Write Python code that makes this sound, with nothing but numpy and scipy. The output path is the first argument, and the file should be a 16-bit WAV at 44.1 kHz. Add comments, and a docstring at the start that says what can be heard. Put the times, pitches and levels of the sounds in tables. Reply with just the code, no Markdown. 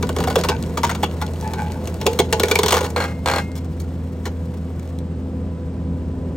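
"""A hydraulic splitter pushes a big log through its wedge, outdoors on gravel, while engine and pump drone.
From the start fibres crackle and snap in bursts, the log cracks with short pitched rings; then it groans.
A quickening run of cracks with a few wedge squeaks ends as the log tears open.
Last, the log judders along the ringing steel, and a few late cracks and splinters follow.
Random clicks play snapping fibres, resonances give them the sound of wood or steel, and sines hum."""
import sys
import numpy as np
from scipy import signal
from scipy.fft import rfft, irfft, next_fast_len
from scipy.io import wavfile
from scipy.ndimage import uniform_filter1d, map_coordinates

SR = 44100
rng = np.random.default_rng(int(sys.argv[2]) if len(sys.argv) > 2 else 0)


def master(y):
    """Save y as 16-bit WAV."""
    cut = np.clip(np.atleast_2d(y).T, -1, 1)
    pcm = np.round(cut * 32767)  # scale
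    wavfile.write(sys.argv[1], SR, pcm.astype(np.int16))


N = 280476
TIME = np.arange(N) / SR

# Engine hum: (multiple of the firing rate, relative level [dB])
ENGINE_ORDERS = [(1, -27.5), (1.5, -48), (2, -38.5), (2.5, -46.5), (4, -48.5), (5, -61), (6, -50.5),
                 (12, -70)]
# Pump whine: (multiple of the pump pitch, relative level [dB])
PUMP_TONES = [(1, -38.5), (2, -53.5)]
# Blade tone of the cooling fan: (multiple of the fan pitch, relative level [dB])
FAN_TONES = [(1, -47.5)]
# Whine an octave above the fan tone: (time [s], level [dB])
FAN_WHINE = [(0, -62), (5.0, -67), (5.4, -55), (6.3, -55)]
# Colour of the engine roar and fan noise: (frequency [Hz], relative level [dB per Hz])
ROAR_COLOUR = [(25, -28), (42, -16), (65, -0.5), (100, -5.5), (160, 0.5), (215, -1), (290, -12),
               (380, -9.5), (500, -13.5), (700, -19), (1100, -25.5), (2000, -33.5), (4500, -41),
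               (6500, -44.5), (8700, -41.5), (11500, -88), (15000, -49)]
# The machine as heard from the moving listener: (time [s], roar [dB], pump [dB])
MACHINE_LEVELS = [(0, -25, 6), (.6, -25.5, 2), (1.3, -29, -3), (3.2, -29.5, 1), (4.5, -31, 1),
                  (5, -30, 2.5), (6.3, -27, 5)]
# How alike the roar is on the left and right: (frequency [Hz], likeness [0-1])
SIDE_LIKENESS = [(35, .75), (70, 0.95), (290, 1), (640, 0.81), (1400, 0.79), (3100, 1), (7000, 0.29),
                 (15000, 0.11)]
# Strain on the fibres, which sets how loudly they crackle: (time [s], level [dB])
FIBRE_STRAIN = [(0, -41), (.16, -44.5), (.22, -34.5), (.39, -40.5), (.53, -40.5), (.65, -42.5),
                (1.4, -41.5), (2.3, -42), (2.55, -32), (2.82, -40.5), (3.07, -47), (3.42, -47.5),
                (3.65, -51.5), (4.7, -51.5), (5.2, -58)]
# Colour of the fine crackle: (frequency [Hz], relative level [dB per Hz])
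CRACKLE_COLOUR = [(400, -16), (900, 16.5), (1600, 4), (3000, 0), (6000, -2), (8500, -2), (12000, -1),
                  (16000, -3.5)]
# Cracks in the log: (time [s], length [s], relative level [dB], relative low thump level [dB])
CRACKS = [(0.026, 0.002, -29.5, -21.5), (0.0912, 0.0005, -30.5, -24.5), (0.1637, 0.0005, -31, -24),
          (0.185, .001, -33, -25.5), (0.202, 0.0077, -31.5, -30), (0.2376, 0.0052, -31, -31),
          (0.272, 0.013, -29.5, -22), (0.3, 0.0085, -31, -34), (0.3563, 0.0024, -22, -12),
          (0.381, 0.024, -31, -19.5), (0.436, 0.015, -25, -25), (0.486, 0.015, -23, -17),
          (0.772, 0.015, -28, -25.5), (0.832, 0.02, -22.5, -24.5), (0.866, 0.021, -35.5, -32),
          (0.893, 0.013, -28.5, -50), (0.912, 0.0036, -32.5, -41), (0.948, 0.0087, -34.5, -45),
          (1.027, .003, -37, -23), (1.031, 0.011, -26, -23.5), (1.214, 0.013, -31.5, -42),
          (1.535, 0.00092, -34.5, -45), (1.873, .002, -37, -31.5), (2.013, 0.002, -33.5, -26.5),
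          (2.057, .003, -57, -15.5), (2.0645, 0.004, -19, -14), (2.13, 0.0027, -37.5, -22),
          (2.189, 0.014, -18.5, -14), (2.326, 0.0031, -19, -13), (2.397, 0.0012, -21.5, -15),
          (2.433, 0.0039, -21.5, -13.5), (2.483, 0.0015, -30, -22), (2.512, 0.0022, -20.5, -15.5),
          (2.555, 0.002, -21.5, -21.5), (2.588, 0.0041, -21.5, -13.5), (2.632, 0.0018, -20.5, -15.5),
          (2.66, 0.0045, -23, -16.5), (2.682, 0.0053, -21, -22), (2.706, 0.0078, -22.5, -32),
          (2.722, 0.0052, -20, -16.5), (2.727, 0.0023, -20.5, -15), (2.74, 0.0048, -24, -29),
          (2.745, 0.0061, -25.5, -44), (2.757, 0.0034, -29, -18), (2.767, 0.0041, -24, -29),
          (2.778, 0.0027, -28.5, -32), (2.788, .002, -33, -27), (2.807, 0.0092, -30, -19.5),
          (2.829, 0.0073, -35, -24), (2.842, 0.016, -31, -26), (2.861, 0.007, -35.5, -37),
          (2.902, .003, -45, -45), (3.554, 0.033, -41, -53), (3.798, 0.021, -44.5, -46),
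          (4.254, 0.024, -33.5, -27.5)]
# Edges of a crack's four registers, thump, knock, snap and fizz: frequency [Hz]
CRACK_EDGES = [280, 620, 1800, 5000, 16500]
# Resonances of the log: (frequency [Hz], width [Hz], relative level [dB])
LOG_MODES = [(383, 58, -3.5), (462, 32.3, 4), (492, 30, 2), (635, 138, -6), (848, 87, -10), (963, 28, -2.5),
             (1085, 225, -10), (1474, 31, -6), (2230, 130, -9), (2820, 355, -3), (3430, 650, -8.5),
             (4460, 220, -5.5), (5040, 980, -24), (6530, 330, -7.5)]
# Ringing of the wedge's edge after cracks: (frequency [Hz], relative level [dB], time to fall 60 dB [s])
WEDGE_EDGE_MODES = [(5240, -7, .14), (6600, 8, 0.23)]
# Long ring of the wedge after jerks: (frequency [Hz], relative level [dB], time to fall 60 dB [s])
WEDGE_MODES = [(1346, -7, .3), (1685, -11, .35), (2120, 0, .55), (2165, -8, .4), (2546, -3, .3),
               (2800, -4, .25), (4290, -15, .27), (5850, -15, .24)]
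# Thin splinters that snap off without moving the log: (time [s], relative level [dB])
SPLINTERS = [(0.05, -52), (0.071, -44), (0.128, -47), (0.315, -44), (0.328, -44), (0.391, -36),
             (0.412, -32.5), (0.559, -56), (0.626, -37), (0.6615, -48), (0.697, -58), (0.725, -59),
             (0.934, -50), (1.265, -40.5), (1.336, -46), (1.411, -41), (1.476, -41.5), (1.62, -46),
             (1.63, -55), (1.72, -40.5), (1.856, -45.5), (1.942, -43), (2.031, -47), (2.457, -37),
             (3.517, -50), (3.646, -53), (4.574, -60), (4.796, -50), (4.83, -55), (4.875, -55), (4.89, -57),
             (4.988, -48)]
# Short rings of the struck log, after single cracks and the first jerk:
# (time [s], pitch [Hz], level [dB], time to fall 60 dB [s])
STRUCK_RINGS = [(.205, 785, -27, 0.057), (.275, 751, -21.5, 0.056), (.303, 805, -28, 0.072),
                (.305, 575, -34, 0.15), (.36, 527, -21, 0.12), (.359, 3290, -28, 0.037),
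                (.44, 576, -30, 0.17), (0.487, 2870, -26.5, 0.031), (0.489, 5050, -27, 0.04),
                (.774, 1185, -23.5, 0.027), (.837, 938, -16, 0.084), (.894, 1380, -27.5, 0.04),
                (.896, 2040, -33, .04), (.914, 930, -29, .05), (1.032, 316, -24.5, 0.071),
                (1.033, 850, -20, 0.033), (1.033, 2795, -31, 0.093), (1.033, 3300, -26.5, 0.06),
                (1.22, 851, -27, 0.11), (1.221, 1384, -34, 0.054), (1.22, 2013, -38, 0.065),
                (2.07, 461, -17, 0.25), (2.067, 867, -23.5, 0.22), (2.067, 736, -24, 0.086),
                (2.067, 3560, -44, 0.04), (2.191, 3300, -22.5, 0.062), (2.198, 388, -13, 0.038),
                (2.198, 696, -23, 0.1), (2.198, 854, -23, 0.12), (2.328, 660, -21, 0.08),
                (2.333, 850, -21, 0.2), (2.591, 1020, -25, 0.043), (2.722, 396, -22, .07),
                (2.724, 920, -26, 0.055), (2.767, 1190, -24.5, 0.042), (2.807, 839, -28.5, .35),
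                (2.963, 480.3, -22.5, 0.4), (4.256, 2100, -40, 0.072), (4.255, 4180, -42, 0.08)]
# Groans of the squeezed log: (time of the peak [s], level [dB], fading [dB per s],
# slip rate at the peak [per s], pitch ratio, overtone before the pitch ratio [Hz])
GROANS = [(0.502, -22.5, 333, 110, 1.02, 1480), (1.445, -28, 172, 154, 1.01, 1700),
          (1.466, -35.5, 147, 121, 1.04, 1220), (1.513, -48, 200, 120, 1.0, 1680),
          (1.588, -25.5, 113, 122, 0.99, 1540), (1.738, -39, 172, 104, 1.02, 1480),
          (2.025, -36, 298, 137, 1.04, 1500)]
# Resonances heard in every groan: (frequency [Hz], width [Hz], relative level [dB])
GROAN_MODES = [(849, 21, 16), (935, 39, -2), (2250, 130, -10.5), (2560, 180, -15)]
# Tones from steady rubbing: (time of the middle [s], length [s], level [dB])
MOANS = [(1.23, .15, -46), (1.83, 0.15, -36)]
# Ring of the two halves while the split gapes, started by each thump:
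# (frequency [Hz], relative level [dB], time to fall 60 dB [s])
HALVES_MODES = [(410, 3.5, .11), (444, -2, .32), (503, -6.5, .45), (850, -13, .3)]
# Squeaks of wood on the wedge: (time [s], peak level [dB])
SQUEAKS = [(2.438, -15), (2.517, -8.5), (2.559, -7)]
# Two runs of jerks along the steel: (time [s], relative blow level [dB], relative rattle level [dB])
JERKS = [(2.962, -20.5, -20), (2.98, -26, -28), (3.002, -23.5, -21), (3.021, -29, -25), (3.04, -27, -24),
         (3.058, -50, -51), (3.08, -42, -33), (3.108, -55, -35.5), (3.259, -19, -21), (3.2745, -21, -23.5),
         (3.2852, -19, -22), (3.2985, -22, -24.5), (3.3135, -22, -23.5), (3.336, -21.5, -21.5),
         (3.3597, -22.5, -20.5), (3.3828, -23, -22.5)]
# Where wood meets steel, as a jerk strikes it: (frequency [Hz], width [Hz], relative level [dB])
CONTACT_MODES = [(1210, 200, -2.5), (2330, 360, 0.5), (3360, 290, -9), (4270, 130, 4.5)]
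# Resonances of the splitter frame: (frequency [Hz], width [Hz], relative level [dB])
FRAME_MODES = [(336, 38, 5.5), (498, 69, 9.5), (680, 51, 6), (803, 34, 7), (970, 41, 2), (1205, 40, 5.5),
               (1404, 36, -1), (1540, 24, 1), (1610, 30, 6), (1910, 110, -0.5), (2250, 43, -2.5),
               (2400, 71, -3), (3260, 190, -8.5), (3550, 100, -6.5), (4130, 130, -27), (5730, 510, -35)]
# The log bouncing back against the steel: (frequency [Hz], width [Hz], relative level [dB])
REBOUND_MODES = [(1180, 180, -3.5), (1630, 140, -6), (2520, 130, -13)]
# How the wood leans to one side: (frequency [Hz], left minus right [dB])
WOOD_BALANCE = [(400, -2.5), (700, 0), (1300, 3.5), (2500, 1), (4400, 3), (8100, 1.5), (15000, -1.5)]
# Treble of the microphone: (frequency [Hz], level [dB])
MIC_TREBLE = [(3000, 0), (5500, -1), (8500, -2), (11500, -3.5), (14000, -6.5), (16000, -5)]
# The two microphone ports hear out of step: (frequency [Hz], lead of the left [radians])
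PORT_PHASE = [(0, 0.044), (1200, 0.44), (1700, 0.71), (3100, 1), (4500, 1), (7500, 0.68)]
# In the top octave the right port leads by a plain delay: (frequency [Hz], lead of the left [radians])
PORT_DELAY = [(8400, 0), (17000, -14.7)]

FIRING_HZ, PUMP_HZ, FAN_HZ = 82.75, 261.0, 499
# The split gapes between these times and takes GAPE_S to change.
OPENS_S, PARTS_S, GAPE_S = 1.74, 2.725, 0.067
# Knock, snap and fizz relative to a crack's level: closed wood muffles the cracks inside it.
MUFFLED_DB, GAPING_DB = (3.5, -0.5, -2), (-1, 0.5, -0.5)


def from_db(db):
    """Turn decibels into a gain."""
    return 10 ** (np.asarray(db) / 20)


def rms_one(x):
    """Scale a sound to an average strength (rms) of 1."""
    return x / np.sqrt(np.mean(x ** 2) + 1e-20)


def unit_burst(x):
    """Scale a short sound to the energy of 20 ms at rms 1."""
    return rms_one(x) * np.sqrt(.02 * SR / len(x))


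def in_time(rows):
    """Read each column of a time curve at every sample."""
    s, *columns = np.transpose(rows)
    return [np.interp(TIME, s, column) for column in columns]


def at_hz(points, hz):
    """Read a spectrum between its points on a log-frequency axis."""
    point_hz, values = np.transpose(points)
    return np.interp(np.log(np.maximum(hz, 1)), np.log(point_hz), values)


def drift(rate):
    """Wander at random around zero with rms 1; a higher rate wanders faster."""
    knots = rng.standard_normal(4096)
    # one value serves 32 samples
    curve = map_coordinates(knots, [TIME[::32] * rate * 2], order=2, mode="wrap")
    return rms_one(curve).repeat(32)[:N]


def band(x, low_hz, high_hz, order=2):
    """Keep the sound between two frequencies."""
    edges = [low_hz, min(high_hz, .45 * SR)]
    return signal.sosfilt(signal.butter(order, edges, "band", fs=SR, output="sos"), x + 1e-18)


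def resonate(x, modes):
    """Excite side-by-side resonances of alternating sign; a narrow one rings longer."""
    out = 0
    for k, (hz, width, db) in enumerate(modes):
        r = np.exp(-np.pi * width / SR)
        top = (-1) ** k * from_db(db) * (1 - r * r) / 2
        feedback = [1, -2 * r * np.cos(2 * np.pi * hz / SR), r * r]
        out = out + signal.lfilter([top, 0, -top], feedback, x + 1e-18)
    return out


def add(track, s, sound):
    """Mix a sound into a track at time s."""
    i = max(round(s * SR), 0)
    track[..., i:i + sound.shape[-1]] += sound[..., :N - i]


def grains(size, per_s, spread_db):
    """Make random clicks of uneven size and sign."""
    sizes = from_db(spread_db * np.minimum(rng.exponential(1, size), 4))
    signs = rng.choice([-1, 1], size)
    return sizes * signs * (rng.random(size) < per_s / SR)


def colour(x, spectrum):
    """Filter a sound with a spectrum in dB."""
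    size = next_fast_len(N + SR // 10)
    gain = from_db(at_hz(spectrum, np.fft.rfftfreq(size, 1 / SR)))
    return irfft(rfft(x, size) * gain, size)[..., :N]


def gape(s):
    """Tell how far the split stands open at time s, 0-1."""
    return np.clip(min(s - OPENS_S, PARTS_S - s) / GAPE_S + .5, 0, 1)


def tones(hz, partials, wander, flutter_db):
    """Sum multiples of one pitch that wanders a little, each fluttering in level."""
    turns = np.cumsum(hz * (1 + wander * drift(5.2))) / SR
    out = 0
    for k, db in partials:
        strength = np.sqrt(2) * from_db(db + flutter_db * min(k, 2) * np.tanh(drift(7.6)))
        out = out + strength * np.sin(2 * np.pi * (k * turns + rng.random()))
    return out


def machine(throb=0.13, hiss_db=-26.0, hiss_follows=0.25, split_hz=600):
    """Firing hum, pump whine, fan tone, and a roar that throbs with the firings."""
    low_db, pump_db = in_time(MACHINE_LEVELS)
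    hum = tones(FIRING_HZ, ENGINE_ORDERS, wander=0.0017, flutter_db=1.5)
    pump = from_db(pump_db) * tones(PUMP_HZ, PUMP_TONES, wander=0.0023, flutter_db=1.0)
    # mix a shared noise with an opposite-sided one to set how alike the sides are
    alike = np.clip(at_hz(SIDE_LIKENESS, np.fft.rfftfreq(N, 1 / SR)), 0, 1)
    throbbing = 1 + throb * np.sin(2 * np.pi * FIRING_HZ * TIME)
    mid, side = rfft(rng.standard_normal((2, N)) * throbbing)
    noise = irfft(np.sqrt(1 + alike) * mid + np.sqrt(1 - alike) * side * [[1], [-1]], N)
    roar = rms_one(colour(noise, ROAR_COLOUR))
    low = signal.sosfiltfilt(signal.butter(2, split_hz, fs=SR, output="sos"), roar)
    low = low * from_db(1.2 * drift(5))   # the roar swells and sinks a little
    hiss = from_db(hiss_follows * low_db + hiss_db) * (roar - low)
    fan = tones(FAN_HZ, FAN_TONES, wander=0.0028, flutter_db=3.0)
    whine = from_db(in_time(FAN_WHINE)[0]) * tones(FAN_HZ, [(2, 0)], wander=0.002, flutter_db=1)
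    return hum + pump + fan + whine + from_db(low_db) * low + hiss


def fibres(crackle_db=-0.6, murmur_db=4, clump_db=2.5, tick_db=-10, ticks_per_s=60):
    """Under strain fine fibres snap in clumps, thicker ones tick singly, and the log's low modes murmur."""
    snaps = grains(N, 2200, spread_db=0.0) * from_db(clump_db * drift(35))
    crackle = from_db(crackle_db) * rms_one(colour(snaps, CRACKLE_COLOUR))
    knocks = resonate(grains(N, ticks_per_s, spread_db=5.5), LOG_MODES)
    ticks = from_db(tick_db) * rms_one(band(knocks, 820, 5700))
    low_wood = resonate(grains(N, 500, spread_db=0.0), LOG_MODES[:4])
    murmur = from_db(murmur_db) * rms_one(low_wood)
    strain = from_db(in_time(FIBRE_STRAIN)[0])
    return strain * (crackle + murmur + ticks * (TIME < PARTS_S))


def vary_log(detune=0.028, vary_db=3):
    """Each crack opens at another place, so the log's modes shift in pitch and strength."""
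    modes = []
    for hz, width, db in LOG_MODES:
        a, b = rng.standard_normal(2)
        modes.append((hz * np.exp(detune * a), width, db + vary_db * np.tanh(b)))
    return modes


def register_levels(s, level_db, thump_db, thump_trim_db=-1, ring_takes_db=4.5, small_db=-34, brightens=0.68):
    """Set thump, knock, snap and fizz: an open split is brighter, and so is a small crack of thin fibres."""
    tilt_db = brightens * max(small_db - level_db, 0) * np.array([-1, 0, 1])
    wood_db = gape(s) * np.array(GAPING_DB) + (1 - gape(s)) * np.array(MUFFLED_DB)
    # the ringing halves take some of the dry thump
    dry_thump_db = thump_db + thump_trim_db - gape(s) * ring_takes_db
    return [dry_thump_db, *(level_db + tilt_db + wood_db)]


def cracks(snaps_per_s=6500, rise=0.00025, fade=0.0044, after_db=-20, after_fade=0.092, direct_db=-16,
           first_db=2, break_db=12, break_lag=0.00092, band_fade=(.5, .15, .08, .035)):
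    """Each crack is an avalanche of snapping fibres, strongest at first, that sets the log ringing."""
    out, t = np.zeros(N), TIME[:SR // 4]
    filters = [signal.butter(3, edges, "band", fs=SR, output="sos")
               for edges in zip(CRACK_EDGES, CRACK_EDGES[1:])]
    for s, length, level_db, thump_db in CRACKS:
        past = np.maximum(t - length, 0)
        avalanche = np.exp(-past / fade) + from_db(first_db) * np.exp(-t / fade)
        avalanche = avalanche + from_db(after_db) * np.exp(-past / after_fade)
        snaps = np.minimum(t / rise, 1) * avalanche * grains(len(t), snaps_per_s, spread_db=1.0)
        # fibres give way in bundles, and the first bundle breaks at once
        snaps = snaps * from_db(3 * np.minimum(t / .005, 1) * drift(300)[:len(t)])
        snaps[int(break_lag * SR)] += from_db(break_db)
        wood = resonate(snaps, vary_log()) + from_db(direct_db) * snaps
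        levels = register_levels(s, level_db, thump_db)
        for sos, db, dies in zip(filters, levels, band_fade):
            # late snaps are duller: the treble dies first
            register = signal.sosfilt(sos, wood) * np.exp(-past / dies)
            add(out, s, from_db(db) * unit_burst(register))
    return out


def ring_on(blows, modes, level_db, waver_hz):
    """Lightly damped modes gather energy from every blow (time [s], level [dB]) and ring on afterwards."""
    fed, out = np.zeros(N), 0
    for s, db in blows:
        add(fed, s, from_db([db + level_db]) ** 2)
    fed = signal.lfilter(np.full(128, 1 / 128), [1], fed)   # soften each start over 128 samples
    for hz, db, t60 in modes:
        keeps = from_db(-60 / (t60 * SR)) ** 2
        energy = signal.lfilter([1], [1, -keeps], fed + 1e-18)
        turns = np.cumsum(hz + waver_hz * drift(6.2)) / SR   # the shifting load bends the pitch
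        out = out + from_db(db) * np.sqrt(energy) * np.sin(2 * np.pi * turns)
    return out


def wedge(edge_db=-25):
    """The wedge's edge rings thinly with every crack, and the steel sings on after the jerks."""
    crack_blows = [(s, db) for s, _, db, _ in CRACKS]
    jerk_blows = [(s, db) for s, _, db in JERKS]
    edge = ring_on(crack_blows, WEDGE_EDGE_MODES, level_db=edge_db, waver_hz=12.3)
    return edge + ring_on(jerk_blows, WEDGE_MODES, level_db=-15.5, waver_hz=3)


def splinters(level_db=1, snaps_per_s=6500, fade=0.0017, low_hz=1700, high_hz=10000):
    """A splinter gives one short, bright spray of snaps."""
    out, t = np.zeros(N), TIME[:SR // 20]
    for s, db in SPLINTERS:
        snaps = grains(len(t), snaps_per_s, spread_db=3) * np.exp(-t / fade)
        spray = band(snaps, low_hz, high_hz, order=1)
        add(out, s, from_db(db + level_db) * unit_burst(spray))
    return out


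def struck(hz, t60, waver=0.0065, rise=0.0007):
    """One mode of wood dies away while the shifting load bends its pitch."""
    t = TIME[:SR // 3]
    turns = np.cumsum(hz * (1 + waver * drift(40)[:len(t)])) / SR
    shape = (1 - np.exp(-t / rise)) * from_db(-60 * t / t60)
    return shape * np.sin(2 * np.pi * (turns + rng.random()))


def struck_rings(high_hz=2000, high_ratios=(.955, .985, 1.01, 1.05)):
    """The struck log rings briefly at one pitch; high rings have a cluster of close modes."""
    out = np.zeros(N)
    for s, hz, db, t60 in STRUCK_RINGS:
        ratios = high_ratios if hz > high_hz else [1]
        ring = sum(struck(hz * ratio, t60, waver=0.0093) for ratio in ratios)
        add(out, s, from_db(db) * unit_burst(ring))
    return out


def groan(jitter=0.06, uneven_db=4.0, rub=0.09, rub_fade=0.0021, overtone_width_hz=60, overtone_db=-2.5,
          swell_db_per_s=600, hold_s=.015, glide_per_s=0.135, waver=.012, slips_slow_per_s=4.3):
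    """Small, rubbing slips excite the log; a groan swells fast, then fades as the grip lifts its pitch."""
    out, lead = np.zeros(N), .06   # each groan starts this long before its peak [s]
    t = TIME[:SR // 2] - lead
    for s, peak_db, fading, per_s, pitch, overtone_hz in GROANS:
        # the slips thin out as the groan fades
        rate = per_s * np.exp(jitter * drift(40)[:len(t)] - slips_slow_per_s * t)
        slips = np.diff(np.floor(np.cumsum(rate) / SR), prepend=0)
        slips = slips * from_db(uneven_db * drift(58.0)[:len(t)])
        rubbing = signal.lfilter([1], [1, -np.exp(-1 / (rub_fade * SR))], slips)
        slips = slips + rub * rng.standard_normal(len(t)) * rubbing
        body = resonate(slips, GROAN_MODES + [(overtone_hz, overtone_width_hz, overtone_db)])
        # even out the strength so that the swell and fade below shape it
        body = body / np.sqrt(uniform_filter1d(body ** 2, size=SR // 25) + 1e-12)
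        # reading the sound ever faster makes the pitch climb as the grip tightens
        speed = pitch * (1 + glide_per_s * t + waver * drift(30.4)[:len(t)])
        gliding = map_coordinates(body, [np.cumsum(speed)], order=2)
        drop_db = np.maximum(-swell_db_per_s * t, fading * np.maximum(t - hold_s, 0))
        add(out, s - lead, from_db(peak_db - drop_db) * gliding)
    return out


def moan(pitch_hz=508):
    """Steady rubbing makes the log's low mode sing, a short and nearly pure tone."""
    swell = sum(from_db(db) * np.exp(-(2 * (TIME - s) / length) ** 4) for s, length, db in MOANS)
    return swell * tones(pitch_hz, [(1, 0)], wander=0.0073, flutter_db=2.5)


def gaping_halves(level_db=-4.0, detune=.015):
    """While the split gapes the halves can swing, and each thump rings them at a slightly new pitch."""
    out = np.zeros(N)
    for s, _, _, thump_db in CRACKS:
        if gape(s) > .5:
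            ring = 0
            for hz, db, t60 in HALVES_MODES:
                ring = ring + from_db(db) * struck(hz * np.exp(detune * rng.standard_normal()), t60)
            add(out, s, from_db(thump_db + level_db) * unit_burst(ring))
    return out


def squeaks(pitch_hz=2350, length=0.0027):
    """A few cycles of friction tone sound as the wedge jumps forward."""
    out = np.zeros(N)
    for s, db in SQUEAKS:
        swell = from_db(db) * np.exp(-((TIME - s) / length) ** 2)
        out += swell * np.sin(2 * np.pi * pitch_hz * (TIME - s))
    return out


def judder(thud_hz=950, thud_lag=0.0013, thud_s=0.00081, thud_db=-3.0, slip_db=-5.5, slip_fade=0.0037,
           direct_db=-12, rattle_rise=0.0019, rattle_fade=0.015, rattle_trim_db=-1, fresh=.4,
           scrape_db=-17, scrape_fade=0.024, rebound_lag=0.0083, rebound_fade=0.0026, rebound_db=-9):
    """Every jerk is a gritty slip that stops with a thud, bounces once and rattles the frame."""
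    out, t = np.zeros(N), TIME[:SR // 4]
    same = grains(len(t), 1500, spread_db=2.5)   # the part of the rattle all jerks share
    for s, blow_db, rattle_db in JERKS:
        grit = rng.standard_normal(len(t)) * np.exp(-t / slip_fade)
        slip = resonate(grit, CONTACT_MODES) + from_db(direct_db) * band(grit, 500, 10500, order=1)
        thud = np.exp(-((t - thud_lag) / thud_s) ** 2)
        thud = thud * np.sin(2 * np.pi * (thud_hz * t + rng.random()))
        add(out, s, from_db(blow_db + slip_db) * unit_burst(slip))
        add(out, s, from_db(blow_db + thud_db) * unit_burst(thud))
        chatter = same + fresh * grains(len(t), 1500, spread_db=2.5)
        chatter = chatter * (1 - np.exp(-t / rattle_rise))
        rattle = resonate(chatter * np.exp(-t / rattle_fade), FRAME_MODES)
        scrape = band(chatter * np.exp(-t / scrape_fade), 460, 9200, order=1)
        rattle = rattle + from_db(scrape_db) * scrape
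        add(out, s, from_db(rattle_db + rattle_trim_db) * unit_burst(rattle))
        bounce = rng.standard_normal(len(t)) * np.exp(-t / rebound_fade)
        rebound = resonate(bounce, REBOUND_MODES)
        add(out, s + rebound_lag, from_db(rattle_db + rebound_db) * unit_burst(rebound))
    return out


def scatter(x, level_db, t60, low_hz, high_hz):
    """Steel and gravel throw back dense reflections, different on each side."""
    t = TIME[:SR // 3]
    echoes = band(rng.standard_normal((2, len(t))), low_hz, high_hz, order=3) * from_db(-60 * t / t60)
    echoes = rms_one(echoes) / np.sqrt(len(t))
    return from_db(level_db) * signal.fftconvolve(x[None], echoes, axes=1)[:, :N]


def scene():
    """The log lies slightly to the left, with steel and gravel close around it."""
    wood = fibres() + cracks() + splinters() + struck_rings() + groan() + moan()
    wood = wood + gaping_halves() + squeaks() + judder()
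    # close reflections arrive from the sides and widen the sound
    sideways = scatter(wood, level_db=-29.5, t60=0.0033, low_hz=800, high_hz=5400)[0] * [[1], [-1]]
    far = scatter(wood, level_db=-12.0, t60=0.13, low_hz=926, high_hz=7700)
    left, right = wood + wedge() + sideways + far
    lean_left = [(hz, db / 2) for hz, db in WOOD_BALANCE]
    lean_right = [(hz, -db / 2) for hz, db in WOOD_BALANCE]
    return np.array([colour(left, lean_left), colour(right, lean_right)]) + machine()


def record(dry, left_db=0.05, peak=1.1, cutoff_hz=15800):
    """The ports colour the treble and shift it between the sides; peaks are rounded and the top is cut."""
    size, margin = next_fast_len(N + SR // 5), SR // 10
    hz = np.fft.rfftfreq(size, 1 / SR)
    lead = np.interp(hz, *np.transpose(PORT_PHASE + PORT_DELAY))
    padded = np.pad(dry, [(0, 0), (margin, margin)], "reflect", reflect_type="odd")
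    left, right = rfft(padded, size) * from_db(at_hz(MIC_TREBLE, hz))
    shifted = np.array([from_db(left_db) * left, right * np.exp(-1j * lead)])
    out = irfft(shifted, size)[:, margin:margin + N]
    rounded = peak * np.tanh(out / peak)
    return signal.sosfilt(signal.ellip(10, .2, 80, cutoff_hz, fs=SR, output="sos"), rounded)


dry = scene()
out = record(dry)
master(out)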